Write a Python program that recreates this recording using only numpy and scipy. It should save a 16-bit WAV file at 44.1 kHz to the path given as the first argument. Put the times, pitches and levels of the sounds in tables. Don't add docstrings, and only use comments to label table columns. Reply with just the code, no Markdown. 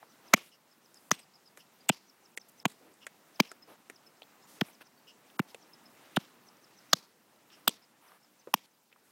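import sys
import numpy as np
from scipy import signal
from scipy.io import wavfile
from scipy.ndimage import uniform_filter1d

SR = 44100
rng = np.random.default_rng(int(sys.argv[2]) if len(sys.argv) > 2 else 0)


def to_wav(s):
    ch = np.atleast_2d(s).T
    pcm = np.round(np.clip(ch, -1, 1) * 32767)
    wavfile.write(sys.argv[1], SR, pcm.astype(np.int16))


def nominal_scale(level):
    x = np.asarray(level, float) / 20
    return 10 ** x


N = 401751

# start_s, bite_ms (cutting through crumbs),
# hard_ms (hard layer met this long after the start), ground_db, knock_db
BLOW_TIMES = [(0.3371, 5.5, -1, -6, -14), (1.1148, 0.53, -0.95, -12.5, -20), (1.89, 8.3, 5, -22.5, -14.5),
              (2.6543, 2.9, -0.5, -18, -15.5), (3.401, 2.3, -1.87, -26, -12), (4.6104, 1.96, 3, -19.5, -27),
              (5.3937, 5.7, 0, -18.5, -23), (6.163, 8.7, 6.5, -15, -19.5), (6.9314, 2.4, 0.3, -8.5, -18),
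              (7.678, 2.3, -1.5, -18, -16.5), (8.5398, 1, -0.35, -11.5, -33)]
# ground_hz, thump_db, thump_hz, crumbs_db (rms), crumbs_hz
PIT_ANSWERS = [(1050, -15.5, 199, -47, 2800), (1037, -25, 168, -50.5, 2800), (1193, -17.5, 175, -52, 4750),
               (1021, -20, 172, -56, 7700), (1050, -14, 205, -51.5, 2720), (1020, -18.5, 169, -58.5, 2900),
               (1020, -17.5, 168, -78, 2830), (990, -17.5, 170, -52, 3060), (1150, -28, 170, -49.5, 4300),
               (950, -27, 220, -50.5, 3700), (1056, -29.5, 200, -55, 3060)]


def unit(x):
    return x / np.sqrt(np.mean(x ** 2) + 1e-20)


def peak_one(x):
    return x / (np.max(np.abs(x)) + 1e-20)


def resonate(x, hz, width_hz):
    r = np.exp(-np.pi * width_hz / SR)
    top = np.array([1, 0, -1]) * (1 - r * r) / 2
    return signal.lfilter(top, [1, -2 * r * np.cos(2 * np.pi * hz / SR), r * r], x)


def ring_twice(x, hz, width_hz):
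    return peak_one(resonate(resonate(x, hz, width_hz), hz, width_hz))


def add(out, start_s, piece):
    at = max(round(start_s * SR), 0)
    out[at:at + len(piece)] += piece[:len(out) - at]


def drift(rate_hz):
    r = np.exp(-2 * np.pi * rate_hz * 40 / SR)
    noise = rng.standard_normal(N // 40 + 2002)
    slow = signal.lfilter([1], [1, -2 * r, r * r], noise)[2000:]
    return np.interp(np.arange(N) / 40, np.arange(len(slow)), unit(slow))


def grains(size, per_s, spread_db):
    chance, heft, sign = rng.random((3, size))
    clicks = chance < per_s / SR
    return unit(clicks * nominal_scale(-spread_db * np.log(heft + 0.03)) * np.sign(sign - 0.5))


def bands(source, spectrum, level_db, patchy_db):
    out, edges = 0, 32 * 2 ** np.arange(0, 9.1, 0.5)
    hz_points, db_points = np.transpose(spectrum)
    for k, (low, high) in enumerate(zip(edges, edges[1:])):
        band_filter = signal.butter(2, [low, high], "band", fs=SR, output="sos")
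        band = signal.sosfilt(band_filter, source[k % 2])
        hz = np.sqrt(low * high)
        colour_db = np.interp(np.log(hz), np.log(hz_points), db_points)
        out = out + nominal_scale(colour_db + level_db(hz) + patchy_db * drift(13)) * band
    return out


def air():
    # pitch_hz, level_db (per Hz)
    hush = [(18, -32), (30, -1.5), (53, -23), (184, 0), (287, -0.5), (499, -4.5), (913, -4), (2830, -12.5),
            (3770, -15), (5170, -15), (10500, -18), (14800, -18), (16000, -21)]
    # time_s, level_db
    breeze = [(0.0, -67), (0.3, -64.5), (0.48, -68.5), (2.51, -68), (2.74, -66.5), (4.03, -66),
              (4.51, -63.5), (4.9, -67.5), (6.04, -63), (6.62, -65), (6.8, -66), (7.05, -68), (7.31, -68),
              (7.51, -66.5), (8.85, -73), (9.11, -69)]
    # pitch_hz, share (of the breeze's dB swing)
    follows = [(1100, 1.05), (3000, 0.74), (6500, .5)]
    # pitch_hz, lift_db
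    sleeve = [(1100, 2.5), (3000, 4), (6500, 3)]
    rise_s, fall_s = 0.2, 0.17
    t = np.arange(N) / SR
    breeze_db = np.interp(t, *np.transpose(breeze))
    swing = sum(np.exp(np.minimum((t - s) / rise_s, (s - t) / fall_s)) for s, *_ in BLOW_TIMES)

    def level_db(hz):
        from_breeze = np.interp(hz, *np.transpose(follows)) * (breeze_db + 66.5)
        return from_breeze + np.interp(hz, *np.transpose(sleeve)) * swing

    white = rng.standard_normal((2, N))
    return nominal_scale(-63.5) * unit(bands(white, hush, level_db, patchy_db=1.4))


def whistle(shape, ratio):
    s, hz, db = np.transpose(shape)
    t = np.arange(s[0], s[-1], 1 / SR)
    direct, scattered = [unit(uniform_filter1d(rng.standard_normal(N // 50), size=90))[:len(t)]
                         for _ in range(2)]
    phase = 2 * np.pi * np.cumsum(ratio * np.interp(t, s, hz)) / SR
    wave = (1 + 0.45 * direct) * np.sin(phase) + 0.45 * scattered * np.cos(phase)
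    return nominal_scale(np.interp(t, s, db)) * wave


def birds():
    # start_s, peak_db
    hook_notes = [(0.114, -47), (0.2803, -46), (0.857, -48.5), (2.0971, -45), (2.257, -44), (2.413, -43),
                  (2.598, -43), (3.3563, -45), (3.96, -46), (4.7471, -46), (4.8685, -48), (5.502, -48),
                  (5.627, -45), (6.4856, -44), (6.6426, -46), (6.788, -44.5), (8.083, -49.5), (8.412, -54)]
    # start_s, peak_db
    arch_notes = [(0.714, -55), (0.957, -49.5), (1.2161, -51.5), (1.3418, -51), (1.4605, -49.5),
                  (3.493, -44.5), (7.8254, -55.5), (8.2302, -58.5)]
    # start_s, peak_db, pitch_hz
    pip_notes = [(1.8063, -56, 4820), (3.6244, -50, 5150), (4.065, -53.5, 5210), (4.424, -58.5, 5260),
                 (4.9756, -64.5, 4540), (5.7335, -49.5, 5170), (5.8562, -52, 5160), (8.3923, -61, 6120),
                 (8.712, -69, 6200), (8.74, -71, 4800), (4.44, -61.5, 7000), (1.13, -54, 8150),
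                 (1.148, -52.5, 8370), (1.192, -49.5, 8300)]
    # start_s, peak_db, upper_db (upper band), length_s
    rasps = [
        (0.51, -60.5, -1, 0.061),
        (1.59, -56.5, -2, 0.047),
        (1.917, -50, -9, 0.021),
        (3.01, -55.5, -7, 0.049),
        (5.071, -53.5, -4.5, 0.056),
        (7.514, -58, -1.5, 0.054),
    ]
    # time_s (from the start), pitch_hz, level_db
    hook = [(-.024, 5647, -23.5), (-.014, 6100, -9), (-.003, 5923, -10), (.003, 5186, 1.5),
            (.007, 4846, -6.5), (.011, 4600, -26.5)]
    arch = [(-.004, 4790, -10), (.003, 5400, 0), (.01, 5210, -12), (0.016, 5120, 2), (0.026, 4650, -12),
            (.029, 4540, -29)]
    # time_s (from the start), pitch_ratio, level_db
    pip = [(-.006, 1.0, -22), (.002, 1.005, -1), (.011, .995, -3), (.019, .99, -20), (.03, .99, -36)]
    out = np.zeros(N)
    for s, db in hook_notes + [(6.914, -44)]:
        note = whistle(hook, 1 + 0.016 * rng.standard_normal())
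        add(out, s + hook[0][0], nominal_scale(db - 12.0) * note)
    for s, db in arch_notes:
        note = whistle(arch, 1 + 0.0095 * rng.standard_normal())
        add(out, s + arch[0][0], nominal_scale(db - 7.5) * note)
    for s, db, hz in pip_notes:
        add(out, s + pip[0][0], nominal_scale(db - 4.0) * whistle(pip, hz))
    t = np.arange(0, 0.1, 1 / SR)
    for s, db, upper_db, length_s in rasps:
        buzz = np.sin(np.pi * np.clip(t / length_s, 0, 1)) * rng.standard_normal(len(t))
        low = ring_twice(buzz, 2880, 500)
        high = ring_twice(buzz, 5270, 900)
        add(out, s - 0.005, nominal_scale(db + 4.6) * (low + nominal_scale(upper_db) * high))
    trees = rng.standard_normal(len(t)) * nominal_scale(-60 * t / 0.17)
    echoes = signal.fftconvolve(out, trees / np.linalg.norm(trees))[:N]
    return out + nominal_scale(-11.5) * echoes


def scuffs():
    # start_s, level_db (rms), length_s, crunch_hz, hiss_db (next to the crunch)
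    rubs = [(.0, -66, 0.056, 810, -9), (0.246, -61.5, 0.18, 700, -11), (0.416, -64.5, 0.083, 2600, 1),
            (0.935, -74.5, 0.21, 980, 5.5), (1.108, -36.5, .008, 4970, -8), (1.122, -49, 0.033, 2680, -21),
            (1.186, -56.5, 0.016, 2300, -13), (1.562, -69, 0.05, 1500, 3),
            (2.365, -58, 0.0085, 11540, -25.5), (2.484, -60, 0.016, 13000, -9),
            (2.797, -61.5, 0.14, 372, -15), (3.673, -56, 0.073, 364, -11), (3.677, -60, 0.087, 990, -25),
            (4.471, -63.5, 0.12, 6000, -3), (4.655, -62, 0.059, 915, 0.5), (4.807, -53.5, 0.022, 1590, -9),
            (5.475, -62.5, 0.046, 3730, -11), (5.949, -67, 0.36, 2500, -12),
            (6.803, -70.5, .1, 1500, -13.5), (7.498, -68, 0.11, 1500, -9), (8.011, -63, 0.17, 1020, -7.5),
            (8.636, -62.5, 0.025, 3730, -15.5), (9.03, -74.5, 0.11, 8800, -8)]
    hiss_hz = 10034
    out, t = np.zeros(N), np.arange(0, 0.25, 1 / SR)
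    for s, db, length_s, hz, hiss_db in rubs:
        rub = grains(len(t), 9000, 3.0)
        crunch = unit(resonate(rub, hz, 0.75 * hz))
        hiss = unit(resonate(resonate(rub, hiss_hz, 8000), hiss_hz, 8000))
        swell = np.sin(np.pi * np.clip(t / length_s, 0, 1)) ** 0.23
        add(out, s, nominal_scale(db) * swell * (crunch + nominal_scale(hiss_db) * hiss))
    return out


def clods():
    # start_s, peak_db, ring_hz, knock_db, bright_db (both next to the ring)
    lumps = [(0.028, -40, 870, -21, -28), (0.376, -33.5, 1167, -5.5, 1), (0.944, -39, 6760, -37.5, 7),
             (1.193, -43.5, 8200, -11.5, -8), (1.574, -34.5, 1460, -9.5, 3),
             (2.375, -23.5, 2000, -14.5, 0.5), (3.0672, -26, 1806, -12, 1), (3.5161, -28, 1222, -6, 2.5),
             (3.899, -29.5, 1640, -9.5, -0.5), (4.22, -36, 3020, -6.5, -24),
             (4.231, -42, 3250, -20.5, -18.5), (4.685, -46, 2000, -6, -15), (4.811, -39.5, 860, -3.5, -15),
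             (5.546, -29.5, 2460, -4.5, -1.5), (7.6926, -23.5, 3276, -6, 6), (8.473, -35.5, 297, -20, -45)]
    # start_s, peak_db, ring_hz
    chips = [(2.319, -54, 7000), (2.519, -48.5, 12000), (2.94, -49, 7960), (4.172, -56, 5500),
             (4.198, -53.5, 10500), (5.301, -49.5, 3040), (6.569, -55, 6000), (7.36, -58.5, 3930),
             (7.503, -49.5, 3120), (8.119, -47, 1280), (8.918, -52, 1421), (8.927, -45, 2170),
             (8.961, -52, 1190)]
    chip_knock_db, chip_bright_db = -16, -29
    spatter_s, spatter_cycles = 0.017, 15.0
    out, t = np.zeros(N), np.arange(-0.008, 0.04, 1 / SR)
    contact = np.arange(len(t)) == np.argmax(t >= 0)
    lead_in = nominal_scale(-24.5 + 1300 * np.minimum(t, 0))
    for s, db, hz, knock_db, bright_db in lumps + [(*chip, chip_knock_db, chip_bright_db) for chip in chips]:
        fade_s = spatter_s + spatter_cycles / hz
        spatter = np.where(t < 0, lead_in, nominal_scale(-60 * t / fade_s)) * grains(len(t), 15000, 2.2)
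        force = spatter + 7.7 * contact
        tick = ring_twice(force, hz, 500 + 0.3 * hz)
        tick += nominal_scale(knock_db) * ring_twice(force, 450, 400)
        tick += nominal_scale(bright_db) * ring_twice(force, 7600, 5600)
        add(out, s + t[0], nominal_scale(db - 1.4) * peak_one(tick))
    return out


def debris():
    # pitch_hz, level_db (per Hz)
    colour = [(120, -34.5), (200, -1.5), (659, -8), (777, -12), (851, -7.5), (1770, -12.5), (3830, -8.5),
              (13800, -25), (16000, -23)]
    lag_s, fade_s, broad_db = 0.015, 0.27, 0
    out, t = np.zeros(N), np.arange(0, 0.3, 1 / SR)
    patter = [grains(N, 6000, 3.0), grains(N, 6000, 3.0)]
    broad = unit(bands(patter, colour, lambda hz: 0, patchy_db=-2.5))
    lumpy = nominal_scale(2.8 * drift(70))
    fall = (1 - np.exp(-t / 0.011)) * nominal_scale(-60 * t / fade_s)
    for (s, bite_ms, *_), (*_, db, hz) in zip(BLOW_TIMES, PIT_ANSWERS):
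        s += bite_ms / 1e3 + lag_s
        here = slice(round(s * SR), round(s * SR) + len(t))
        pitched = unit(resonate(patter[0][here], hz, 0.4 * hz))
        spray = pitched + nominal_scale(broad_db) * broad[here]
        add(out, s, nominal_scale(db) * fall * lumpy[here] * spray)
    return out


def fractures(t, hold_s, fade_s, entry_db):
    entry = nominal_scale(entry_db + 1900 * np.minimum(t, 0)) * (t < 0)
    burst = nominal_scale(-60 * np.maximum(t - hold_s, 0) / max(fade_s, 0.003)) * (t >= 0)
    snap = 2.5 * (np.arange(len(t)) == np.argmax(t >= 0))
    return (entry + burst) * grains(len(t), 12000, 3.0) + snap + 1e-18


def blows():
    # ring_db, ring_hz, edge_db, edge_hz, sparkle_db
    steel = [(-6.5, 2190, -8.5, 6360, -16), (-16, 2000, -10.5, 5900, -20.5),
             (-15.5, 2600, -13.5, 7870, -17.5), (-19.5, 2640, -23.5, 7000, -30),
             (-8.5, 2500, -15, 4620, -23), (-19.5, 2900, -28, 5140, -32.5), (-28.5, 2230, -35, 8340, -32),
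             (-20.5, 3060, -32, 9350, -28.5), (-7, 3740, -12, 6410, -17.5), (-9, 3330, -15, 8600, -9.5),
             (-10.5, 2700, -17.5, 5600, -13.5)]
    thump_lag_s = 0.0036
    snap_db = -9
    out, t = np.zeros(N), np.arange(-0.005, 0.04, 1 / SR)
    push = np.exp(-0.5 * ((t - 0.001) / 0.0004) ** 2) + 1e-18
    pit_cut = signal.butter(2, 120, "high", fs=SR)
    for blow, metal, pit in zip(BLOW_TIMES, steel, PIT_ANSWERS):
        s, bite_ms, hard_ms, ground_db, knock_db = blow
        ring_db, ring_hz, edge_db, edge_hz, sparkle_db = metal
        ground_hz, thump_db, thump_hz, *_ = pit
        bite_s, hard_s = max(bite_ms, 0) / 1e3, s + hard_ms / 1e3

        force = fractures(t, bite_s, 0.014, -19.5)
        add(out, s + t[0], nominal_scale(ring_db) * ring_twice(force, ring_hz, 1200))

        force = fractures(t, 0.0012 + 0.2 * bite_s, 0.015, -19)
        add(out, s + t[0], nominal_scale(edge_db) * ring_twice(force, edge_hz, 1800))
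        add(out, s + t[0], nominal_scale(sparkle_db) * ring_twice(force, 13000, 6500))

        force = fractures(t, 0.0012, 0.012, -22.5)
        add(out, hard_s + t[0], nominal_scale(ground_db) * ring_twice(force, ground_hz, 800))
        add(out, hard_s + t[0], nominal_scale(knock_db) * ring_twice(force, 700, 610))

        thump = resonate(resonate(push, thump_hz, 110), thump_hz, 480)
        thump = peak_one(signal.lfilter(*pit_cut, thump))
        add(out, hard_s + thump_lag_s + t[0], -nominal_scale(thump_db) * thump)

        force = fractures(t, 0.0003, 0.005, -30)
        add(out, hard_s + t[0], nominal_scale(ground_db + snap_db) * ring_twice(force, 3000, 4600))
    return out


def scene():
    return (air() + birds() + scuffs() + clods() + debris() + blows())[None]


def duck(x):
    above_db, share, release_db_per_s, attack_s = -22.5, 0.094, 40, 0.089
    slope = release_db_per_s * np.arange(N) / SR
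    level_db = 20 * np.log10(np.abs(x) + 1e-9)
    held_db = np.maximum.accumulate(level_db + slope, axis=-1) - slope
    r = np.exp(-1 / (attack_s * SR))
    excess_db = signal.lfilter([1 - r], [1, -r], np.maximum(held_db - above_db, 0))
    return x * nominal_scale(-share * excess_db)


def starve(x, depth_db):
    stretch, first_start = 1024, 314
    out = x.copy()
    number = (np.arange(N) - first_start) // stretch + 1
    starts = np.flatnonzero(np.diff(number, prepend=-1))
    for low, high in [(1500, 4500), (4500, 8000), (8000, 17000)]:
        band_filter = signal.butter(3, [low, high], "band", fs=SR, output="sos")
        band = signal.sosfiltfilt(band_filter, x)
        level = np.sqrt(uniform_filter1d(band ** 2, size=128) + 1e-14)
        loudest = np.maximum.reduceat(level, starts, axis=-1)[:, number]
        faint = uniform_filter1d(1.0 * (level < loudest * nominal_scale(-depth_db)), size=64)
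        out -= faint * band
    return out


def roll_off(x):
    return signal.sosfilt(signal.butter(12, 17000, fs=SR, output="sos"), x)


def record(dry):
    no_bass = signal.sosfilt(signal.butter(2, 90, "high", fs=SR, output="sos"), dry)
    no_bass = no_bass - 0.33 * resonate(no_bass, 10600, 1300)
    rounded = np.tanh(duck(no_bass) / 0.93) * 0.93
    no_top = signal.sosfilt(signal.cheby2(10, 50, 16900, fs=SR, output="sos"), rounded)
    return roll_off(starve(no_top, depth_db=27))


dry = scene()
out = record(dry)
to_wav(out)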